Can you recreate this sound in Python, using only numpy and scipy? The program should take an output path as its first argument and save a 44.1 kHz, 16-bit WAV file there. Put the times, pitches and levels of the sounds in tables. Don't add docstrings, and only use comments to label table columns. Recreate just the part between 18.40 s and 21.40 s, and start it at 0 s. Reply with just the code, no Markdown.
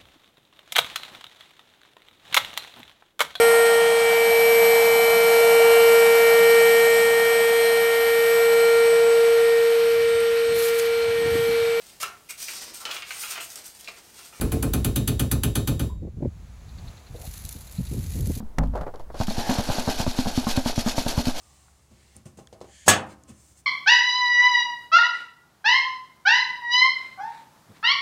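import sys
import numpy as np
from scipy import signal
from scipy.fft import rfft, irfft, next_fast_len
from scipy.io import wavfile
from scipy.ndimage import map_coordinates

SR = 44100
rng = np.random.default_rng(int(sys.argv[2]) if len(sys.argv) > 2 else 0)


def file_out(sig):
    cols = np.atleast_2d(sig).T
    lim = np.clip(cols, -1, 1)
    pcm = np.round(lim * 32767).astype(np.int16)
    wavfile.write(sys.argv[1], SR, pcm)


N = 132300


def amp(db):
    return 10 ** (np.asarray(db) / 20)


def unit(x):
    return x / np.sqrt(np.mean(x ** 2) + 1e-20)


def noise(t):
    return rng.standard_normal(len(t))


def add(track, s, sound):
    i = max(0, round(s * SR))
    track[i:i + len(sound)] += sound[:N - i]


def coloured(x, points):
    m = 2 * next_fast_len(len(x))
    hz, db = np.transpose(points)
    log_bins = np.log(np.fft.rfftfreq(m, 1 / SR) + 1)
    curve_db = np.interp(log_bins, np.log(hz), db)
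    cepstrum = irfft(np.log(amp(curve_db)), m)
    cepstrum[1:m // 2] *= 2
    cepstrum[m // 2 + 1:] = 0
    response = np.exp(rfft(cepstrum))
    return unit(irfft(rfft(x, m) * response, m)[:len(x)])


def decay(t, t60):
    return np.exp(-np.log(1000) * t / t60)


WAVER_PER_S, WAVER_RADIANS = 93.3, 0.55


def waver(t):
    drift = map_coordinates(rng.standard_normal(128), [t * WAVER_PER_S], mode="mirror")
    return WAVER_RADIANS * (drift - drift[0]) * np.minimum(t * WAVER_PER_S, 1)


def ring(modes, t, levels_db=None):
    hz, db, t60 = np.transpose(modes)[:, :, None]
    if levels_db is not None:
        db = db + levels_db
    drift = np.array([waver(t) for _ in modes])
    waves = np.sin(2 * np.pi * hz * t + drift)
    return np.sum(amp(db) * decay(t, t60) * waves, axis=0)


def grains(per_s, spread_db):
    size = amp(spread_db * np.minimum(rng.exponential(size=N), 5.5))
    hits = rng.random(N) < per_s / SR
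    return hits * size * rng.choice([-1, 1], N)


LUMPS_PER_S, LUMP_SPREAD_DB = 1100, 1.5

WALL_DB, WALL_T60_S = 10.5, 0.11
THUD_DB, THUD_HZ, THUD_T60_S, THUD_ATTACK_S = 8.5, 99, 0.03, 0.0011
BASE_DB, BASE_HZ, BASE_T60_S = -11.5, 55, 0.15
CLACK_DB, CLACK_T60_S = 1.5, 0.05
RIM_DB, RIM_SCATTER_DB = -3.5, 3
RIM_SHIFT = 0.11

# (time [s], wall pitch [Hz], relative wall level [dB], relative thud level [dB], relative clack level [dB])
BUCKET_BLOWS = [(.004, 222.6, -38, -38, -43.5), (0.028, 227, -38, -60, -57),
                (0.8024, 207, -41.5, -17, -33.5), (.812, 240, -32.5, -41, -25),
                (0.8825, 225, -28, -34, -32.5), (0.908, 241, -40, -50, -32), (0.981, 240, -31.5, -22, -46),
                (1.094, 227, -23, -51, -23), (1.11, 258, -26, -55, -28), (1.1856, 204, -38, -17.5, -29),
                (1.196, 232, -33, -57, -31.5), (1.2887, 239, -30, -51, -29), (1.3, 233, -34, -19.5, -30),
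                (1.3843, 244, -30.5, -31, -29), (1.4771, 212.5, -30, -22, -27.5),
                (1.49, 277, -36, -32, -24), (1.6011, 216, -32.5, -22, -27), (1.6654, 226, -31, -37, -25.5),
                (1.6772, 238, -30.5, -18, -36), (1.7888, 254.4, -24, -22, -25),
                (1.859, 228, -32, -38, -30.5), (1.87, 230.5, -29, -29, -32),
                (1.9771, 256.5, -22.5, -19.5, -29), (2.069, 232, -26, -39, -25),
                (2.086, 237, -37, -33, -37), (2.1757, 257, -23.5, -15.5, -25),
                (2.2598, 239, -27.5, -26, -25), (2.298, 245, -55, -45, -30), (2.3788, 242, -28, -17, -31.5),
                (2.4629, 237, -25, -52, -30), (2.476, 245, -35, -40, -29), (2.581, 256, -28, -22.5, -25),
                (2.6635, 230, -30, -26, -26.5), (2.778, 238, -29.5, -13.5, -26.5),
                (2.792, 243, -28.5, -42, -34), (2.871, 233, -27.5, -21, -38), (2.883, 249, -28, -35, -35)]
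# (frequency [Hz], relative level [dB], t60 [s])
RIM_MODES = [(463.6, -1.5, 0.036), (571, 2.5, 0.045), (654, 3, 0.065), (782, -9, 0.11), (875, -7, 0.15),
             (1047, -11, 0.12)]
# (frequency [Hz], relative level [dB])
CLATTER_TONE = [(100, -22.5), (250, 6), (380, -2), (520, 0), (680, 4.5), (900, 1), (1100, -8), (1350, -9.5),
                (1580, -3), (2000, -30.5), (4000, -14), (16000, -111)]


def knocks():
    out, t = np.zeros(N), np.arange(SR // 4) / SR
    for s, hz, wall_db, thud_db, clack_db in BUCKET_BLOWS:
        wall = decay(t, WALL_T60_S) * np.sin(2 * np.pi * hz * t + waver(t))
        thud = decay(t, THUD_T60_S) * np.cos(2 * np.pi * THUD_HZ * t)
        thud *= 1 - np.exp(-t / THUD_ATTACK_S)
        base = decay(t, BASE_T60_S) * np.sin(2 * np.pi * BASE_HZ * t)
        clack = amp(CLACK_DB) * decay(t, CLACK_T60_S) * coloured(noise(t), CLATTER_TONE)
        rim_time = t * np.exp(RIM_SHIFT * rng.standard_normal())
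        scatter_db = RIM_SCATTER_DB * rng.standard_normal((len(RIM_MODES), 1))
        rim = amp(RIM_DB) * ring(RIM_MODES, rim_time, scatter_db)
        body = amp(wall_db + WALL_DB) * wall + amp(thud_db + THUD_DB) * thud
        body -= amp(thud_db + BASE_DB) * base
        add(out, s, body + amp(clack_db) * (clack + rim))
    return out


SURGE_RISE_S, SURGE_FALL_S = 0.014, 0.016
CRACKLE_DB, CLATTER_DB, SLIDE_CLATTER_DB = -1, -6.5, 0.5
CRACKLES_PER_S, CRACKLE_SPREAD_DB = 12000, 1
CLUSTERS_PER_S, CRUMBLE_T60_S = 600, 0.048
TICK_T60_S = 0.045
CLINK_DB = -6
MESH_DB = -15.5

# (time of peak [s], relative crackle level [dB], relative clatter level [dB])
SURGES = [(0.818, -37.5, -37), (0.903, -36, -44), (0.997, -35, -23), (1.113, -34, -27.5),
          (1.198, -39.5, -28), (1.311, -38, -25), (1.396, -37.5, -25.5), (1.5, -33.5, -24.5),
          (1.608, -30, -25.5), (1.697, -35, -39), (1.796, -31, -31), (1.884, -33, -30), (1.977, -32, -57),
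          (2.104, -28.5, -28.5), (2.18, -35, -28.5), (2.285, -28.5, -27.5), (2.394, -30.5, -29),
          (2.49, -28.5, -26.5), (2.593, -28.5, -27.5), (2.695, -30.5, -26), (2.794, -32.5, -27),
          (2.886, -32.5, -24.5)]
# (time [s], level [dB])
SLIDE_LEVELS = [(.72, -69), (.78, -49), (.86, -54), (.95, -40.5), (1.04, -41), (1.14, -34), (1.23, -39),
                (1.35, -34), (1.45, -40.5), (1.57, -37.5), (1.67, -42), (1.93, -40.5), (2.05, -39.5),
                (2.22, -42), (2.64, -40.5), (2.74, -39.5), (2.83, -42.5), (2.93, -44), (3, -33.5)]
# (time [s], level [dB])
WIRE_STRIKES = [(0.833, -36), (0.87, -34), (1.24, -39), (1.396, -30), (2.164, -27), (2.359, -29),
                (2.569, -26), (2.682, -24.5), (2.855, -29), (2.882, -26.5)]
# (frequency [Hz], relative level [dB])
CRACKLE_TONE = [(500, -36), (1200, -7), (2000, -5.5), (3000, -2.5), (3900, -2.5), (4400, 0.5), (5000, -4.5),
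                (7000, -7), (8500, -14), (10300, -9.5), (11700, -13.5), (12700, -10.5), (14000, -20.5),
                (16000, -36)]
# (frequency [Hz], relative level [dB], t60 [s])
MESH_MODES = [(2566, 14, 0.25), (3870, 14, 0.074), (4430, 17, 0.07), (5900, 11, 0.038)]


def charcoal():
    t = np.arange(N) / SR
    brief = t[:SR // 20]

    slide_db = np.interp(t, *np.transpose(SLIDE_LEVELS), left=-120)
    fine, coarse = amp(slide_db) ** 2, amp(slide_db + SLIDE_CLATTER_DB) ** 2
    for s, crackle_db, clatter_db in SURGES:
        width = np.where(t < s, SURGE_RISE_S, SURGE_FALL_S)
        swell = np.exp(-.5 * ((t - s) / width) ** 2)
        fine += swell * amp(crackle_db + CRACKLE_DB) ** 2
        coarse += swell * amp(clatter_db + CLATTER_DB) ** 2
    for s, db in WIRE_STRIKES:
        add(fine, s, (amp(db) * decay(brief, TICK_T60_S)) ** 2)

    cluster_power = grains(CLUSTERS_PER_S, LUMP_SPREAD_DB) ** 2
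    spray_power = signal.fftconvolve(cluster_power, decay(brief, CRUMBLE_T60_S) ** 2)[:N]
    spray = np.sqrt(np.abs(spray_power))
    crumbs = unit(spray * grains(CRACKLES_PER_S, CRACKLE_SPREAD_DB))

    crackle = np.sqrt(fine) * coloured(crumbs + amp(CLINK_DB) * clinks(), CRACKLE_TONE)
    wires = signal.fftconvolve(crackle, ring(MESH_MODES, t[:SR // 6]))[:N]
    wires = unit(wires) * crackle.std()
    clatter = np.sqrt(coarse) * coloured(grains(LUMPS_PER_S, LUMP_SPREAD_DB), CLATTER_TONE)
    return crackle + amp(MESH_DB) * wires + clatter


CLINKS_PER_S, CLINK_T60_S, CLINK_SPREAD_DB = 1500, 0.015, 1
CLINK_HZ, CLINK_OCTAVES = 5550, 0.3435


def clinks():
    t = np.arange(SR // 60) / SR
    place, up, down, chance = rng.random((4, int(CLINKS_PER_S * N / SR), 1))
    hz = np.clip(CLINK_HZ * 2 ** (CLINK_OCTAVES * np.log(up / down)), 1200, 18000)
    size = amp(CLINK_SPREAD_DB * np.minimum(-np.log(chance), 4.5))
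    waves = size * decay(t, CLINK_T60_S) * np.sin(2 * np.pi * hz * t)
    waves *= np.sqrt(hz)
    where = (place * N).astype(int) + np.arange(len(t))
    return unit(np.bincount(where.ravel(), waves.ravel(), N)[:N])


SCRAPE_S, SCRAPE_WIDTH_S = 1.093, 0.061
SCRAPE_DB = -34.5

# (frequency [Hz], relative level [dB], t60 [s])
SCRAPE_MODES = [(850, 0, 0.033), (1730, -3, 0.013)]


def scrape():
    t = np.arange(N) / SR
    slips = grains(LUMPS_PER_S, LUMP_SPREAD_DB)
    rub = signal.fftconvolve(slips, ring(SCRAPE_MODES, t[:SR // 10]))[:N]
    swell = np.exp(-((t - SCRAPE_S) / SCRAPE_WIDTH_S / 2) ** 2)
    return amp(SCRAPE_DB) * unit(rub) * swell


SWAY_DB, SWAY_S = -24.5, 0.017


def sway():
    u = (np.arange(N) / SR - np.array(SURGES)[:, :1]) / SWAY_S
    return amp(SWAY_DB) * np.sum((u ** 2 - 1) * np.exp(-.5 * u ** 2), axis=0)


SLAP_T60_S, SLAP_ATTACK_S = 0.02, 0.0011
SHUDDER_DB, SHUDDER_T60_S = -16.5, 0.23
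TUB_REST_S, TUB_REST_T60_S = 0.42, 0.098

# (time [s], relative boom level [dB], relative slap level [dB])
DROPS = [(.184, -15.5, -11), (0.41, -28, -44)]
# (frequency [Hz], relative level [dB], t60 [s])
TUB_MODES = [(49.24, -1, 0.98), (98.8, -15.5, 0.78), (161.3, -2.5, 0.36), (224, -13.5, 0.62),
             (259, -11.5, 0.66), (607, -28, 0.19), (820, -14.5, 0.15), (1255, -21, 0.084)]
# (frequency [Hz], relative level [dB])
SLAP_TONE = [(100, -18), (500, 2.5), (1100, 5), (2200, -5.5), (3400, -16), (6000, -15.5), (16000, -31)]
# (frequency [Hz], relative level [dB])
SCUFF_TONE = [(100, 5), (330, 2.5), (520, 10.5), (850, 6.5), (1300, -3.5), (1900, -12.5), (2700, -27),
              (16000, -51)]


def tub():
    out, t = np.zeros(N), np.arange(SR // 2) / SR
    attack = 1 - np.exp(-t / SLAP_ATTACK_S)
    for s, boom_db, slap_db in DROPS:
        slap = decay(t, SLAP_T60_S) * coloured(noise(t), SLAP_TONE)
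        shudder = amp(SHUDDER_DB) * decay(t, SHUDDER_T60_S) * coloured(noise(t), SCUFF_TONE)
        boom = amp(boom_db) * ring(TUB_MODES, t)
        add(out, s, boom + amp(slap_db) * attack * (slap + shudder))
    time_at_rest = np.maximum(np.arange(N) / SR - TUB_REST_S, 0)
    return out * decay(time_at_rest, TUB_REST_T60_S)


SCUFF_RISE_SHARE = 0.018
SNAP_T60_S = 0.008

# (time [s], dull level [dB], gritty level [dB], t60 [s])
SCUFFS = [(0.233, -27.5, -54, 0.081), (0.333, -35.5, -60, 0.2), (0.352, -25.5, -49.5, 0.096),
          (0.366, -34, -63, 0.25), (.41, -26, -49, 0.08), (.432, -39, -75, 0.097), (0.464, -28, -76, 0.067),
          (0.476, -31, -75, 0.089), (0.537, -35, -62, 0.18), (0.597, -39, -56, 0.13),
          (0.7, -34, -68, 0.065), (0.742, -31, -49, 0.13)]
# (time [s], level [dB])
SNAPS = [(0.232, -48), (0.259, -49), (0.273, -49), (0.559, -47), (0.5962, -46)]


def scuffs():
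    dull, gritty, snaps = np.zeros((3, N))
    t = np.arange(SR // 4) / SR
    for s, dull_db, grit_db, t60 in SCUFFS:
        shape = (1 - np.exp(-t / (SCUFF_RISE_SHARE * t60))) * decay(t, t60)
        add(dull, s, amp(dull_db) * shape)
        add(gritty, s, amp(grit_db) * shape)
    for s, db in SNAPS:
        add(snaps, s, amp(db) * decay(t, SNAP_T60_S) * coloured(noise(t), CRACKLE_TONE))
    dull_rub = dull * coloured(grains(LUMPS_PER_S, LUMP_SPREAD_DB), SCUFF_TONE)
    gritty_rub = gritty * coloured(grains(1500, spread_db=4), CRACKLE_TONE)
    return snaps + dull_rub + gritty_rub


AIR_DB = -33

# (frequency [Hz], relative level [dB])
AIR_TONE = [(10, 22.5), (25, 3), (60, 4.5), (150, -14), (1000, -23), (2500, -39.5), (16000, -45.5)]


def open_air():
    return amp(AIR_DB) * coloured(rng.standard_normal(N), AIR_TONE)


def scene():
    sieve = knocks() + charcoal() + scrape() + sway()
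    return (sieve + tub() + scuffs() + open_air())[None]


CLIP_TOP, TOP_HZ = 0.28, 15850


def record(dry):
    held = dry / (1 + np.abs(dry / CLIP_TOP) ** 6) ** (1 / 6)
    m = next_fast_len(N + SR // 2)
    in_band = np.fft.rfftfreq(m, 1 / SR) < TOP_HZ
    return irfft(rfft(held, m) * in_band, m)[:, :N]


dry = scene()
out = record(dry)
file_out(out)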